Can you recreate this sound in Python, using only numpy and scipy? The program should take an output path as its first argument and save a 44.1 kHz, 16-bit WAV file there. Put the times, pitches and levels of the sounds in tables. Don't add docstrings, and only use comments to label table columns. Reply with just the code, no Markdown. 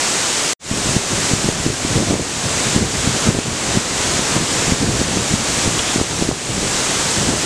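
import sys
import numpy as np
from scipy import signal
from scipy.fft import rfft, irfft, next_fast_len
from scipy.io import wavfile
from scipy.ndimage import uniform_filter1d, map_coordinates

SR = 44100
rng = np.random.default_rng(int(sys.argv[2]) if len(sys.argv) > 2 else 0)


def log_audio(samples):
    frames = np.atleast_2d(samples).T
    limited = np.clip(frames, -1, 1)
    pcm = np.round(limited * 32767).astype(np.int16)
    wavfile.write(sys.argv[1], SR, pcm)


N = 328545

MUTE_S, RETURN_S, MUTE_EDGE_S = .5335, .592, 0.0048


def amp(db):
    return 10 ** (np.asarray(db) / 20)


def unit(x):
    return x / np.sqrt(np.mean(x ** 2) + 1e-20)


def wobble(rate):
    points = rng.standard_normal(int(N * rate / SR) + 4)
    return map_coordinates(points, [np.arange(N) * rate / SR])


def swell(start, length, rise, fall):
    t = np.arange(N) / SR - start
    return np.exp(np.minimum(t, 0) / rise - np.maximum(t - length, 0) / fall)


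def lagged(x, seconds):
    keep = np.exp(-1 / (seconds * SR))
    return signal.lfilter([1 - keep], [1, -keep], x)


def filtered(x, response):
    size = next_fast_len(N + SR // 2)
    return irfft(rfft(x, size) * response(np.fft.rfftfreq(size, 1 / SR)), size)[:N]


def coloured(x, spectrum):
    hz, db = np.transpose(spectrum)
    return unit(filtered(x, lambda f: amp(np.interp(np.log(f + 1), np.log(hz), db))))


def patchy_noise(patchy_db):
    cells = signal.stft(rng.standard_normal(N), nperseg=512)[2]
    patches = uniform_filter1d(rng.standard_normal(cells.shape), size=8, axis=0)
    patches = uniform_filter1d(patches, size=12, axis=1)
    return unit(signal.istft(cells * amp(patchy_db * unit(patches)), nperseg=512)[1][:N])


def impacts(count, spread_db):
    when, sign, force = rng.random((count, 3)).T
    sizes = np.sign(sign - .5) * amp(-spread_db * np.log(1 - force))
    return unit(np.bincount((when * N).astype(int), sizes, N))


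def waterfall(level_db=-17.5, treble_hz=5000):
    # f/Hz, level/dB
    water_tone = [(30, -14), (70, -7), (150, -0.4), (240, 0), (350, 2.5), (520, 0.8), (1000, 0),
                  (2600, -1.8), (5000, -2), (7000, 0.7), (8000, -0.7), (9000, -6), (10500, -15),
                  (15200, -39)]
    # t/s, level/dB
    treble_levels = [(0, 0.75), (.5, 1.3), (2.5, -0.25), (4, -1.3), (5.5, 0), (6.7, .5), (7.45, 0.49)]
    rush = patchy_noise(patchy_db=0.39)
    drops = amp(-9.5) * impacts(count=30000, spread_db=2)
    water = coloured(rush + drops, water_tone)
    treble = filtered(water, lambda hz: hz ** 2 / (hz ** 2 + treble_hz ** 2))
    treble_gain = amp(np.interp(np.arange(N) / SR, *np.transpose(treble_levels)))
    return amp(level_db + 0.078 * wobble(25)) * (water + (treble_gain - 1) * treble)


def dropout(trace_db=-30, fade_in_s=0.19, fade_power=1.27):
    t = np.arange(N) / SR
    trace = amp(trace_db) * swell(0, MUTE_S, MUTE_EDGE_S, MUTE_EDGE_S)
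    fade_in = np.clip((t - RETURN_S) / fade_in_s, 0, 1) ** fade_power
    return np.where(t < MUTE_S, 1, trace + fade_in)


def wind_flutter(breeze_db=-26, rise_s=0.011, fall_s=0.022, flap_power=1.27):
    # start/s, length/s, relative level/dB
    gusts = [(0.722, .046, -19), (.85, .125, -20.5), (1.11, 0.045, -21), (1.31, 0.25, -21.5),
             (1.61, 0.12, -19.5), (1.83, .1, -21.5), (1.965, 0.066, -11.5), (2.073, 0.14, -12.5),
             (2.44, 0.058, -21), (2.754, .12, -16), (2.94, 0.036, -19.5), (3.057, 0.046, -19),
             (3.265, 0.043, -13.5), (3.34, 0.037, -13.5), (3.453, 0.058, -16), (3.674, .11, -22.5),
             (4.355, 0.072, -19.5), (4.68, 0.062, -19.5), (4.808, .14, -15), (4.97, .26, -19.5),
             (5.305, .11, -21.5), (5.662, .04, -18.5), (5.969, .06, -18), (6.106, 0.096, -21),
             (6.215, .12, -16.5), (6.49, 0.033, -18), (6.556, .09, -20), (7.164, .07, -21),
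             (7.252, 0.087, -16)]
    # f/Hz, level/dB
    rumble_tone = [(15, -17), (30, -11.5), (65, -3.5), (130, 0.5), (250, -4), (450, -11.5), (900, -30.5),
                   (2500, -66)]
    # f/Hz, level/dB
    flap_tone = [(100, -12), (300, 0), (520, -0.5), (850, -7.5), (1400, -19.5), (3000, -48)]
    gust_power = sum((amp(db) * swell(s, length, rise_s, fall_s)) ** 2 for s, length, db in gusts)
    strength = np.sqrt(amp(breeze_db) ** 2 + gust_power)
    flicker = amp(2.6 * wobble(45))
    rumble = strength * unit(flicker * coloured(rng.standard_normal(N), rumble_tone))
    flaps = coloured(impacts(count=2000, spread_db=1.6), flap_tone)
    flaps = unit(strength ** flap_power * flaps)
    brush = coloured(rng.standard_normal(N), flap_tone)
    after_dropout = swell(RETURN_S, N / SR, MUTE_EDGE_S, fall_s)
    return after_dropout * (amp(-1.0) * rumble + amp(-31) * flaps + amp(-31) * brush)


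def wind_thumps(cycles=0.33, sag=0.18, roughness=0.22):
    # t/s, relative level/dB, centre f/Hz
    swirls = [(.715, -2.5, 171), (.741, -8, 249), (.967, -1.5, 160), (1.315, -6, 228), (1.337, -2, 170),
              (1.445, -4.5, 236), (1.489, -2.5, 360), (1.665, 0, 254), (1.703, -2.5, 201), (1.851, -1, 244),
              (1.978, 4, 260), (2.109, 0, 285), (2.155, -2.5, 348), (2.197, -1.5, 250), (2.763, 0.5, 190),
              (3.076, -4, 188), (3.274, -4, 200), (3.29, -1.5, 140), (3.349, -1, 268), (3.389, -2.5, 276),
              (3.487, -6, 195), (3.774, -1.5, 190), (4.194, -8, 219), (4.366, -5, 207), (4.723, -1.5, 202),
              (4.829, -0.5, 201), (5.016, -2.5, 230), (5.172, -4, 237), (5.341, -1.5, 160),
              (5.677, -5, 169), (5.961, -5, 241), (6.0, -3.5, 750), (6.014, -0.5, 287), (6.225, -.5, 274),
              (6.291, 2, 258), (6.314, 1, 595), (6.631, -2, 270), (7.338, -3.5, 331)]
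    thumps = np.zeros(N + SR)
    half = SR // 50
    t = np.arange(-half, half) / SR
    for (s, db, hz), offset in zip(swirls, rng.random(len(swirls))):
        turns = hz * t
        bump = 1 / np.cosh(turns * 1.58 / cycles)
        phase = turns - sag * np.logaddexp(turns, -turns) + offset
        thumps[round(s * SR) - half:][:len(t)] += amp(db + 0.92) * bump * np.sin(2 * np.pi * phase)
    return thumps[:N] * (1 + roughness * wobble(1200))


def gain_control(x, threshold_db=-17.5, cut_slope=1.156, recover_db_per_s=19):
    sense_s, attack_s, bass_cut_hz = 0.0049, 0.024, 414
    sensed = filtered(x, lambda hz: 1j * hz / (bass_cut_hz + 1j * hz))
    level_db = 10 * np.log10(lagged(sensed ** 2, sense_s) + 1e-12)
    wanted_cut_db = cut_slope * np.maximum(level_db - threshold_db, 0)
    climb_db = recover_db_per_s * np.arange(N) / SR
    cut_db = np.maximum.accumulate(wanted_cut_db + climb_db) - climb_db
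    return x * amp(-lagged(cut_db, attack_s))


def rustle(dull_hz=6000):
    # f/Hz, width/Hz, level/dB
    resonances = [(2460, 270, -3), (3330, 410, 0)]
    # t/s, level/dB, rise/s, decay/s
    scuffs = [(5.793, -17.5, .003, .006), (5.88, -24, 0.043, 0.059)]

    def tone(f):
        ringing = sum((-1) ** k * amp(db) * 1j * f * width / (hz * hz - f * f + 1j * f * width)
                      for k, (hz, width, db) in enumerate(resonances))
        return ringing / (1 + (f / dull_hz) ** 4)

    strokes = sum(amp(db) * swell(s, 0, rise, decay) for s, db, rise, decay in scuffs)
    return strokes * unit(filtered(impacts(count=15000, spread_db=1.0), tone))


def scene():
    return (waterfall() + wind_flutter() + wind_thumps() + rustle())[None]


def record(dry, ceiling=0.9, top_hz=15350):
    x = gain_control(dry[0]) * dropout()
    x = x / (1 + np.abs(x / ceiling) ** 6) ** (1 / 6)
    x = filtered(x, lambda hz: hz < top_hz)
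    return np.array([x, x])


dry = scene()
out = record(dry)
log_audio(out)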